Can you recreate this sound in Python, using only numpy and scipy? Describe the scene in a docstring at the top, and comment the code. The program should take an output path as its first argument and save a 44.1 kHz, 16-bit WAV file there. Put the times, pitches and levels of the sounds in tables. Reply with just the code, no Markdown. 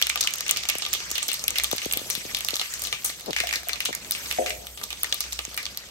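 """Small seeds burst in hot oil in a wide metal pot, close under a hand-held camera. From the start
each pop is a snap, a short hollow note and a dying spray; the oil fizzes between them and a low hum
wavers over the burner's rush. From 0.75 s the camera's casing slips in the hand, creaking near 3.3 s.
Between 3.2 and 4.4 s a vessel further off is knocked four times, the last the hardest.
Towards the end the pops thin out and the fizz sinks."""
import sys
import numpy as np
from scipy import signal
from scipy.fft import rfft, irfft, next_fast_len
from scipy.io import wavfile
from scipy.ndimage import uniform_filter1d, map_coordinates

SR = 44100
rng = np.random.default_rng(int(sys.argv[2]) if len(sys.argv) > 2 else 0)


def transcribe(signal):
    """Save signal, clipped to [-1, 1], as a 16-bit WAV file at the path in sys.argv[1]."""
    frames = np.atleast_2d(signal).T
    limited = np.clip(frames, -1, 1)
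    pcm = np.round(limited * 32767).astype(np.int16)
    wavfile.write(sys.argv[1], SR, pcm)


N = 260315

# how hard the oil fries: t/s, sizzle level/dB, steam hiss level/dB
FRYING = [(0.0, -37, -65), (1.13, -36, -56), (1.28, -40.5, -50), (1.79, -36, -53), (1.95, -40.5, -43.5),
          (2.45, -37, -47.5), (2.68, -37, -44.5), (2.96, -41, -52), (3.07, -41, -45), (3.3, -44, -56),
          (3.55, -41, -50), (3.93, -43.5, -59), (4.16, -39.5, -43.5), (4.32, -35, -43), (4.62, -45.5, -49),
          (4.81, -49.5, -50.5), (5.06, -39.5, -50), (5.9, -45, -58.5)]


def pops(spread_db=3.5):
    """The husk snaps; the steam pocket sounds a note, thuds in the oil and rings the pot; spray trails."""
    # the louder seeds: t/s, note level/dB, note f/Hz, snap level/dB, spray against the note/dB
    loud_pops = [(.0152, -10, 2290, -17, -23), (.0242, -3, 3500, -10, -15), (.069, -12, 2940, -10, -20),
                 (.0947, -11.5, 7350, -36, -20), (.0983, -7, 2680, -30, -14), (.1579, -10, 2800, -17, -25),
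                 (.1745, -14.5, 3430, -37, -15), (.208, -8.5, 4550, -16, -9), (.2117, -6, 6550, -29, -24),
                 (.228, -14, 4000, -34, -6), (.238, -11, 5200, -34, -12), (.2451, -18, 1250, -32, -2),
                 (.2728, -6, 2760, -18, -11), (.3375, -11, 5840, -16, -21), (.3571, -24, 4440, -17, -29),
                 (.3832, -19.5, 6400, -23, -15), (.4072, -12, 5000, -17, -14), (.464, -17.5, 2700, -40, -3),
                 (.4808, -14, 6600, -26, -23), (.4925, -9, 2950, -35, -5), (.5102, -3, 6700, -2.5, -21),
                 (.5617, -18.5, 3190, -30, -3), (.571, -11.5, 4730, -14, -8), (.635, -16, 3520, -30, -23),
                 (.653, -18, 2620, -31, -25), (.688, -7, 6270, -11, -21), (.6909, -10.5, 2640, -28, -4),
                 (.6988, -8, 3420, -6.5, -16), (.7525, -16.5, 2820, -20, -6),
                 (.7841, -14.5, 8160, -32, -16), (.821, -12.5, 3480, -37, -8),
                 (.8511, -13.5, 3490, -33, -17), (.8636, -14, 3450, -28, -12), (.9304, -7, 5750, -44, -15),
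                 (.936, -12.5, 3270, -9.5, 3), (.9503, -15, 3520, -38, -20), (1.003, -19.5, 2660, -46, -14),
                 (1.1034, -16, 6440, -30, -21), (1.1138, -13, 5860, -13.5, -7),
                 (1.154, -14.5, 3300, -21, -2), (1.1806, -11, 2900, -16, -11), (1.2233, -19, 3500, -37, -6),
                 (1.2278, -13.5, 7160, -27, -13), (1.282, -15.5, 5470, -15, -17),
                 (1.2871, -13.5, 3360, -19, -3), (1.3161, -15.5, 2700, -22, -7),
                 (1.331, -13.5, 8100, -26, -13), (1.341, -18.5, 4670, -13.5, -4),
                 (1.3936, -19.5, 5100, -35, -7), (1.4395, -12, 5870, -18, -25), (1.4804, -9, 3180, -6, -17),
                 (1.5049, -11, 6200, -19, -19), (1.5569, -14, 2630, -24, 4), (1.5767, -20, 5100, -35, -14),
                 (1.584, -8.5, 3950, -7.5, -12), (1.598, -11.5, 2390, -28, -14),
                 (1.636, -9.5, 6860, -14, -10), (1.6432, -7.5, 3520, -10, -14),
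                 (1.7136, -14.5, 3800, -13, -8), (1.7273, -15, 6800, -39, -11),
                 (1.7813, -12.5, 3350, -36, -14), (1.8173, -20.5, 2740, -39, 0),
                 (1.8475, -20, 4100, -26, -7), (1.8573, -20, 5760, -17, -23),
                 (1.912, -13.5, 3000, -31, -14), (1.9244, -12, 7550, -11, -19),
                 (1.9352, -10, 3170, -10, -10), (1.9727, -15, 3540, -7.5, -11),
                 (1.9928, -22.5, 3190, -38, -13), (2.101, -15, 3240, -7.5, -16),
                 (2.1055, -13.5, 5700, -25, -2), (2.1516, -15, 3480, -14, -5.5),
                 (2.3473, -9, 3830, -19, -12), (2.369, -19, 3050, -21, -4), (2.407, -17, 3020, -16, -18),
                 (2.4476, -13, 5930, -13, -29), (2.4858, -11.5, 3030, -10, -13),
                 (2.5063, -16, 4090, -22, -20), (2.5403, -13.5, 3960, -36, -19),
                 (2.5562, -13, 5730, -17, -28), (2.5662, -14, 3950, -23, -19),
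                 (2.5954, -11, 3770, -38, -10), (2.6136, -9, 2730, -38, -11.5), (2.738, -17, 5700, -16, -8),
                 (2.794, -22.5, 7000, -20, -6), (2.8195, -19, 5700, -13.5, -13),
                 (2.8375, -22, 5600, -16, 6), (2.8505, -16.5, 4050, -34, -10), (2.8711, -18, 3500, -18, -8),
                 (2.8808, -22, 3130, -32, -27), (2.9265, -9, 2740, -39, -8), (3.0451, -19, 6000, -10, 11),
                 (3.0491, -11.5, 8550, -14, -6), (3.0594, -15, 8270, -26, -9), (3.095, -20, 4100, -26, -5),
                 (3.1001, -22, 2290, -33, -11), (3.2599, -24.5, 4400, -25, -3),
                 (3.3076, -17, 3760, -23, -14), (3.3308, -15.5, 2800, -40, -10),
                 (3.3636, -10, 2540, -36, -5.5), (3.3858, -15, 2200, -30, -8),
                 (3.402, -7.5, 2450, -34, -13), (3.437, -22.5, 2150, -30, 3), (3.4706, -16, 3100, -18, -1),
                 (3.4905, -16, 2460, -22, -16), (3.5097, -15, 2700, -37, -22), (3.5269, -12, 2380, -27, -6),
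                 (3.5367, -11, 2180, -36, -7), (3.5575, -12, 4400, -17, -9.5),
                 (3.6858, -20.5, 2730, -9, -7), (3.6932, -14.5, 2340, -44, -10),
                 (3.732, -11, 3900, -24, -13), (3.757, -23, 2620, -37, -3),
                 (3.8041, -11.5, 2680, -17, -6.5), (3.8517, -13.5, 6740, -25, -6),
                 (3.856, -9, 3270, -15, -4.5), (3.928, -17, 2080, -31, -6), (3.95, -15, 5900, -10, -16),
                 (4.1097, -17, 3800, -5.5, -21), (4.1198, -12.5, 4800, -15, -5.5),
                 (4.1494, -18.5, 2780, -37, -5), (4.3119, -9, 2730, -21, -11.5),
                 (4.3248, -17, 2580, -14.5, -15), (4.461, -16.5, 2450, -40, 1),
                 (4.4958, -21, 6980, -19, -21), (4.5047, -14, 2530, -43, -10.5),
                 (4.6687, -22, 3200, -21, -15), (4.7746, -25, 3330, -26, -1), (4.8138, -25, 2000, -39, -25),
                 (4.834, -20.5, 3670, -37, -10), (4.8379, -17, 5400, -12, -11),
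                 (4.9045, -18.5, 2940, -25, -4), (4.928, -17.5, 3640, -29, -17),
                 (5.0327, -17, 3300, -5, -8), (5.0441, -12.5, 1900, -31, -17),
                 (5.1251, -4.5, 3720, -27, -15.5), (5.1434, -24, 3300, -13, -9),
                 (5.206, -11, 4860, -9.5, -7), (5.2394, -23, 2960, -28, -14),
                 (5.3236, -20, 4280, -16.5, -7), (5.3296, -14.5, 7050, -42, -19),
                 (5.3902, -12.5, 2880, -23, -15), (5.4513, -15.5, 6300, -24, -24),
                 (5.5438, -25, 4100, -23, -10), (5.5659, -36, 5640, -20, -20),
                 (5.5758, -13.5, 2280, -15.5, -4), (5.6294, -25, 4360, -24, -3),
                 (5.6543, -14.5, 4100, -34, -22), (5.6642, -17, 3260, -46, -9),
                 (5.7466, -28, 4390, -46, -14), (5.7733, -17.5, 4430, -14, -10)]
    # modes of the pot's wall and air, lowest first: f/Hz, width/Hz, level/dB
    pot_modes = [(1186, 44, 8.5), (1820, 9.8, -1), (2130, 17, 10), (2345, 16, 12), (2886, 64, 5.5),
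                 (3625, 144, 2.5), (4146, 94, 6), (6200, 690, 1)]
    low_hz, low_width, low_db = pot_modes[0]
    s, db, hz, snap_db, spray_db = np.vstack([loud_pops, faint_pops()]).T[:, :, None]
    weight, place = rng.standard_normal((len(s), 2)).T[:, :, None]
    # the thud grows slower than the note; deeper notes thud harder
    thud_db = -26 + 0.52 * db - 2 * np.log2(hz / 3000) + 3 * weight
    t = np.arange(SR // 11) / SR
    note_noise, crack_noise = rng.standard_normal((len(s), 2, 2, len(t))).transpose(1, 2, 0, 3)
    hit = lambda peak_s: t / peak_s * np.exp(1 - t / peak_s)
    tail = lambda db, t60: amp(db - 60 * t / t60) * (1 - np.exp(-t / 0.00041)) * (1 - t / t[-1])
    pot = lambda f: sum(amp(level) * resonance(f, mode, width) for mode, width, level in pot_modes[1:])
    near = lambda f: resonance(f, hz, 1.08 * hz) ** 2  # a pop wakes the modes around its own note
    pocket = lambda f: resonance(f, hz, 0.5 * hz) ** 2 + 0.45 * resonance(f, 3880, 4960) ** 2
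    note = burst(note_noise, hit(0.00053) + tail(-7.5, 0.025) + tail(spray_db - 2.5, 0.66),
                 lambda f: pocket(f) + 0.38 * pot(f) * near(f))
    snap = burst(crack_noise, hit(0.0004) + tail(-14, 0.015) + tail(spray_db - 22, 0.24),
                 lambda f: resonance(f, 11520, 5400) ** 2)
    thud = burst(crack_noise, hit(0.00041) + tail(-9.5, 0.14),
                 lambda f: resonance(f, 698, 1020) ** 2 + amp(low_db) * resonance(f, low_hz, low_width))
    body = (amp(db) * note + amp(thud_db) * thud) * sides(spread_db * place)
    return placed(s[:, 0], body + amp(snap_db) * snap)


def faint_pops(per_second=11, spray_db=-15):
    """Rows of small pops at random moments, louder where the oil sizzles harder."""
    count = round(per_second * N / SR)
    s = rng.random(count) * (N / SR)
    size, pitch, bright = rng.standard_normal((count, 3)).T
    sizzle_db = curves(FRYING)[0][(s * SR).astype(int)]
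    db = sizzle_db + 9.5 + 3 * size
    hz = 4000 * 2 ** (0.43 * pitch)
    snap_db = db - 6.5 + 6 * bright
    return np.transpose([s, db, hz, snap_db, np.full(count, spray_db)])


def fizz(patch_db=3.33):
    """Countless small bubbles: patchy noise with ticks on it, coloured as sizzle and as steam."""
    # spectra of the sizzling oil and the hissing steam: f/Hz, relative level/dB
    sizzle_eq = [(500, -25), (900, -6.5), (1170, -1), (1500, 0), (2300, 4.5), (4100, 3), (6350, 5),
                 (7800, -3.5), (9500, -13), (12000, -10.5), (22000, -62)]
    steam_eq = [(2500, -48), (5000, -56), (8000, 12), (10000, -5), (11500, 11), (13500, -6), (15500, 4),
                (17000, -27)]
    sizzle_db, steam_db = curves(FRYING)
    spectra = signal.stft(rng.standard_normal((2, N)), nperseg=256)[2]
    patches = uniform_filter1d(rng.standard_normal(spectra.shape[1:]), size=5, axis=0)  # across pitch
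    patches = uniform_filter1d(patches, size=7, axis=1)  # across time
    patchy = signal.istft(spectra * amp(patch_db * unit(patches)), nperseg=256)[1][:, :N]
    grainy = unit(patchy) + 0.19 * ticks()
    sizzle = unit(filtered(grainy, lambda f: amp(along(sizzle_eq, f))))
    steam = unit(filtered(grainy, lambda f: amp(along(steam_eq, f))))
    return amp(sizzle_db) * sizzle + amp(steam_db) * steam


def ticks(per_second=260):
    """Tiny bubbles burst all the time: dry clicks of about one cycle, most of them faint."""
    when, pitch, size, pan = rng.random((round(per_second * N / SR), 4)).T[:, :, None]
    hz = 3000 * 4 ** pitch
    t = np.arange(128) / SR
    gain = amp(-6.5 * np.log(size.clip(.06, 1)))
    clicks = gain * np.sin(2 * np.pi * hz * t) * np.exp(-t * hz / .7)
    return unit(placed(when[:, 0] * N / SR, sides(8 * pan - 4) * clicks))


def casing_slips(left_db=5.5):
    """The hand slips on the left; each jolt crosses the casing as a bending wave, low pitches last."""
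    # single slips: t/s, peak level/dB, centre f/Hz
    single_slips = [(.753, -25, 590), (1.114, -32, 604), (1.730, -14.5, 620), (1.748, -31, 600),
                    (1.860, -21.5, 417), (1.968, -25, 456), (2.014, -30, 445), (2.174, -35, 240),
                    (2.251, -30.5, 398), (2.334, -38.5, 276), (2.532, -25, 484), (3.097, -39, 497),
                    (3.268, -30.5, 545), (3.408, -32, 450), (3.562, -33.5, 510), (3.886, -28, 800),
                    (3.89, -23, 600), (3.897, -30, 700), (3.905, -28, 497), (5.477, -38.5, 294)]
    s, db, hz = np.vstack([single_slips, creak()]).T[:, :, None]
    lead = 64  # samples ahead of the jolt
    impulses = np.tile(signal.unit_impulse(2048, lead), (len(s), 1))
    bending = lambda f: np.exp(-2j * np.pi * 0.903 * np.log(np.clip(f, 60, 1500) / 1500))
    dull = lambda f: resonance(f, hz, 1.27 * hz) / (1 + (f / (1.8 * hz)) ** 4)
    jolts = filtered(impulses, lambda f: bending(f) * dull(f))
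    jolts = amp(db) * jolts / np.abs(jolts).max(axis=1, keepdims=True)
    return placed(s[:, 0] - lead / SR, sides(left_db)[:, None, None] * jolts)


def creak(start_s=3.274, first_gap_s=.0038, slowing=1.13, count=7, hz=523):
    """Rows for a quick run of casing slips, ever slower, and harder up to a ceiling."""
    k = np.arange(count)
    s = start_s + first_gap_s * (slowing ** k - 1) / (slowing - 1)
    db = np.minimum(-36 + 8 * k, -23)
    return np.transpose([s, db, np.full(count, hz)])


def vessel_knocks(room_db=-6, room_t60=0.69):
    """A vessel further off is bumped; light taps wake mostly its upper modes, and the kitchen answers."""
    # bumps: t/s, peak level/dB, trim of the modes under 650 Hz/dB, left over right/dB
    bumps = [(3.224, -47, -12, 1), (3.435, -23.5, -23, 4), (3.67, -30.5, -26, 1.5),
             (4.385, -11.5, -8.5, 2.5)]
    # the vessel's modes: f/Hz, level/dB, t60/s
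    modes = [(245, -7.5, 0.14), (349, -2, 0.14), (424.5, 1, 0.17), (523.3, 6.5, 0.16), (623.4, 6.5, 0.17),
             (667, -5, 0.087), (701, 6.5, 0.059)]
    out = np.zeros((2, N + SR))
    t = np.arange(SR // 2) / SR
    for s, db, low_db, pan_db in bumps:
        ring = sum(amp(level + low_db * (hz < 650) - 60 * t / t60) * np.sin(2 * np.pi * hz * t)
                   for hz, level, t60 in modes)
        ring *= (1 - np.exp(-t / 0.0014)) ** 2  # a soft contact
        ring /= np.abs(ring).max()
        room = rng.standard_normal((2, len(t))) * amp(-60 * t / room_t60)
        wet = signal.fftconvolve(ring[None], room / np.linalg.norm(room[0]), axes=1)[:, :len(t)]
        out[:, round(s * SR):][:, :len(t)] += amp(db) * sides(pan_db)[:, None] * (ring + amp(room_db) * wet)
    return out[:, :N]


def burner():
    """A wavering hum over the flame's low, fluttering rush, much alike on both sides."""
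    # the flame's rise and fall: t/s, level/dB
    flame_levels = [(0.0, -55.5), (2.14, -51), (2.41, -53), (2.56, -55), (4.47, -52), (4.86, -55.5),
                    (5.9, -55.5)]
    # the flame's spectrum: f/Hz, relative level/dB
    flame_eq = [(15, -36), (25, -17), (65, 2.5), (109, -0.5), (201, -3), (284, -6), (578, -5), (1050, -14),
                (1180, -27), (1300, -14), (1690, -57), (2860, -120)]
    narrow_noise = lambda width: rng.standard_normal(N) + width * rng.standard_normal((2, N))
    hum_db = -55 + 2.5 * wobble(5)
    hum_hz = 61 + 1.19 * wobble(4.1)
    tone = np.sin(2 * np.pi * np.cumsum(hum_hz) / SR) * amp(2.3 * wobble(8.4))
    rumble = unit(filtered(narrow_noise(0.4), lambda f: resonance(f, 60.9, 15) ** 2))
    hum = unit(tone + 0.66 * rumble)
    notch = lambda f: np.abs(1 - resonance(f, 66, 29))  # leaves room for the hum
    rush = unit(filtered(narrow_noise(0.58), lambda f: amp(along(flame_eq, f)) * (f > 25) * notch(f)))
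    rush_db = curves(flame_levels)[0] + 1.8 * wobble(14) + 1.5 * wobble(40)
    return amp(hum_db) * hum + amp(rush_db) * rush * sides(1.5)[:, None]


def pot_stereo(pair):
    """The pot's walls scramble the mids, which reach the left port first; the treble leads on the right."""
    # likeness of the two microphone ports: f/Hz, coherence/0..1
    likeness = [(700, 0.64), (2000, 0.38), (8000, 0.051), (9800, 0.99), (16000, 0.97)]
    # colour of the ports: f/Hz, left over right/dB
    balance = [(700, 0.5), (1300, 3.5), (2200, -2.5), (3400, 2), (5400, 0.5), (6500, 3), (8100, -6),
               (9600, 0.5), (16000, -0.5)]
    alike = lambda f: np.clip(along(likeness, f), 0, .999)
    right_lead_cycles = lambda f: np.where(f < 8300, -f * .00015, (f - 12000) / 3480)
    shared = filtered(pair[0], lambda f: alike(f) * np.exp(2j * np.pi * right_lead_cycles(f)))
    own = filtered(pair[1], lambda f: np.sqrt(1 - alike(f) ** 2))
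    return filtered(np.array([pair[0], shared + own]), lambda f: sides(along(balance, f)))


def left_late(pair, lag_s=0.00046):
    """The sound reaches the left port a little later."""
    return filtered(pair, lambda f: np.exp(-2j * np.pi * f * [[lag_s], [0]]))


def burst(noise, envelope, response):
    """Enveloped, filtered noise, scaled to peak at 1 in its first 5 ms."""
    out = filtered(noise * envelope, response)
    return out / np.abs(out[..., :SR // 200]).max(axis=2, keepdims=True)


def amp(db):
    """Gain of a level in dB."""
    return 10 ** (np.asarray(db) / 20)


def unit(x):
    """Scaled to rms 1."""
    return x / np.sqrt(np.mean(x ** 2) + 1e-20)


def along(points, hz):
    """A curve through (f/Hz, value) points on a log axis."""
    f, v = np.transpose(points)
    return np.interp(np.log(hz + 1), np.log(f + 1), v)


def curves(rows):
    """One value per sample for each column after the time."""
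    s, *cols = np.transpose(rows)
    return [np.interp(np.arange(N) / SR, s, c) for c in cols]


def wobble(rate):
    """A smooth random curve, rate knots a second."""
    return map_coordinates(rng.standard_normal(int(N * rate / SR) + 4), [np.arange(N) * rate / SR])


def filtered(x, response):
    """x through a complex frequency response, along the last axis."""
    m = next_fast_len(x.shape[-1] + 1024)
    return irfft(rfft(x, m) * response(np.fft.rfftfreq(m, 1 / SR)), m)[..., :x.shape[-1]]


def resonance(f, hz, width_hz):
    """A causal peak of gain 1."""
    return 1j * f * width_hz / (hz * hz - f * f + 1j * f * width_hz)


def placed(times, sounds):
    """Sounds (side, event, sample) laid on a stereo track at their times."""
    at = np.round(np.asarray(times) * SR).astype(int)[:, None] + np.arange(sounds.shape[-1])
    return np.array([np.bincount(at.ravel(), side.ravel(), N + SR)[:N] for side in sounds])


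def sides(pan_db):
    """Left and right gains; positive leans left."""
    return amp(np.multiply.outer([.5, -.5], pan_db))


def scene():
    """Seeds and oil up front, then hand and vessel, with the burner underneath."""
    return pot_stereo(pops() + fizz()) + left_late(casing_slips() + vessel_knocks()) + burner()


def record(dry, ceiling=.8, top_hz=16300):
    """The highest peaks are softly rounded, and the top treble rolls off steeply."""
    rounded = dry / (1 + np.abs(dry / ceiling) ** 5) ** (1 / 5)
    droop = lambda f: amp(-np.clip(f - top_hz + 600, 0, 900) / 60)
    cutoff = lambda f: np.clip((top_hz + 500 - f) / 400, 0, 1) ** 3
    return filtered(rounded, lambda f: droop(f) * cutoff(f))


dry = scene()
out = record(dry)
transcribe(out)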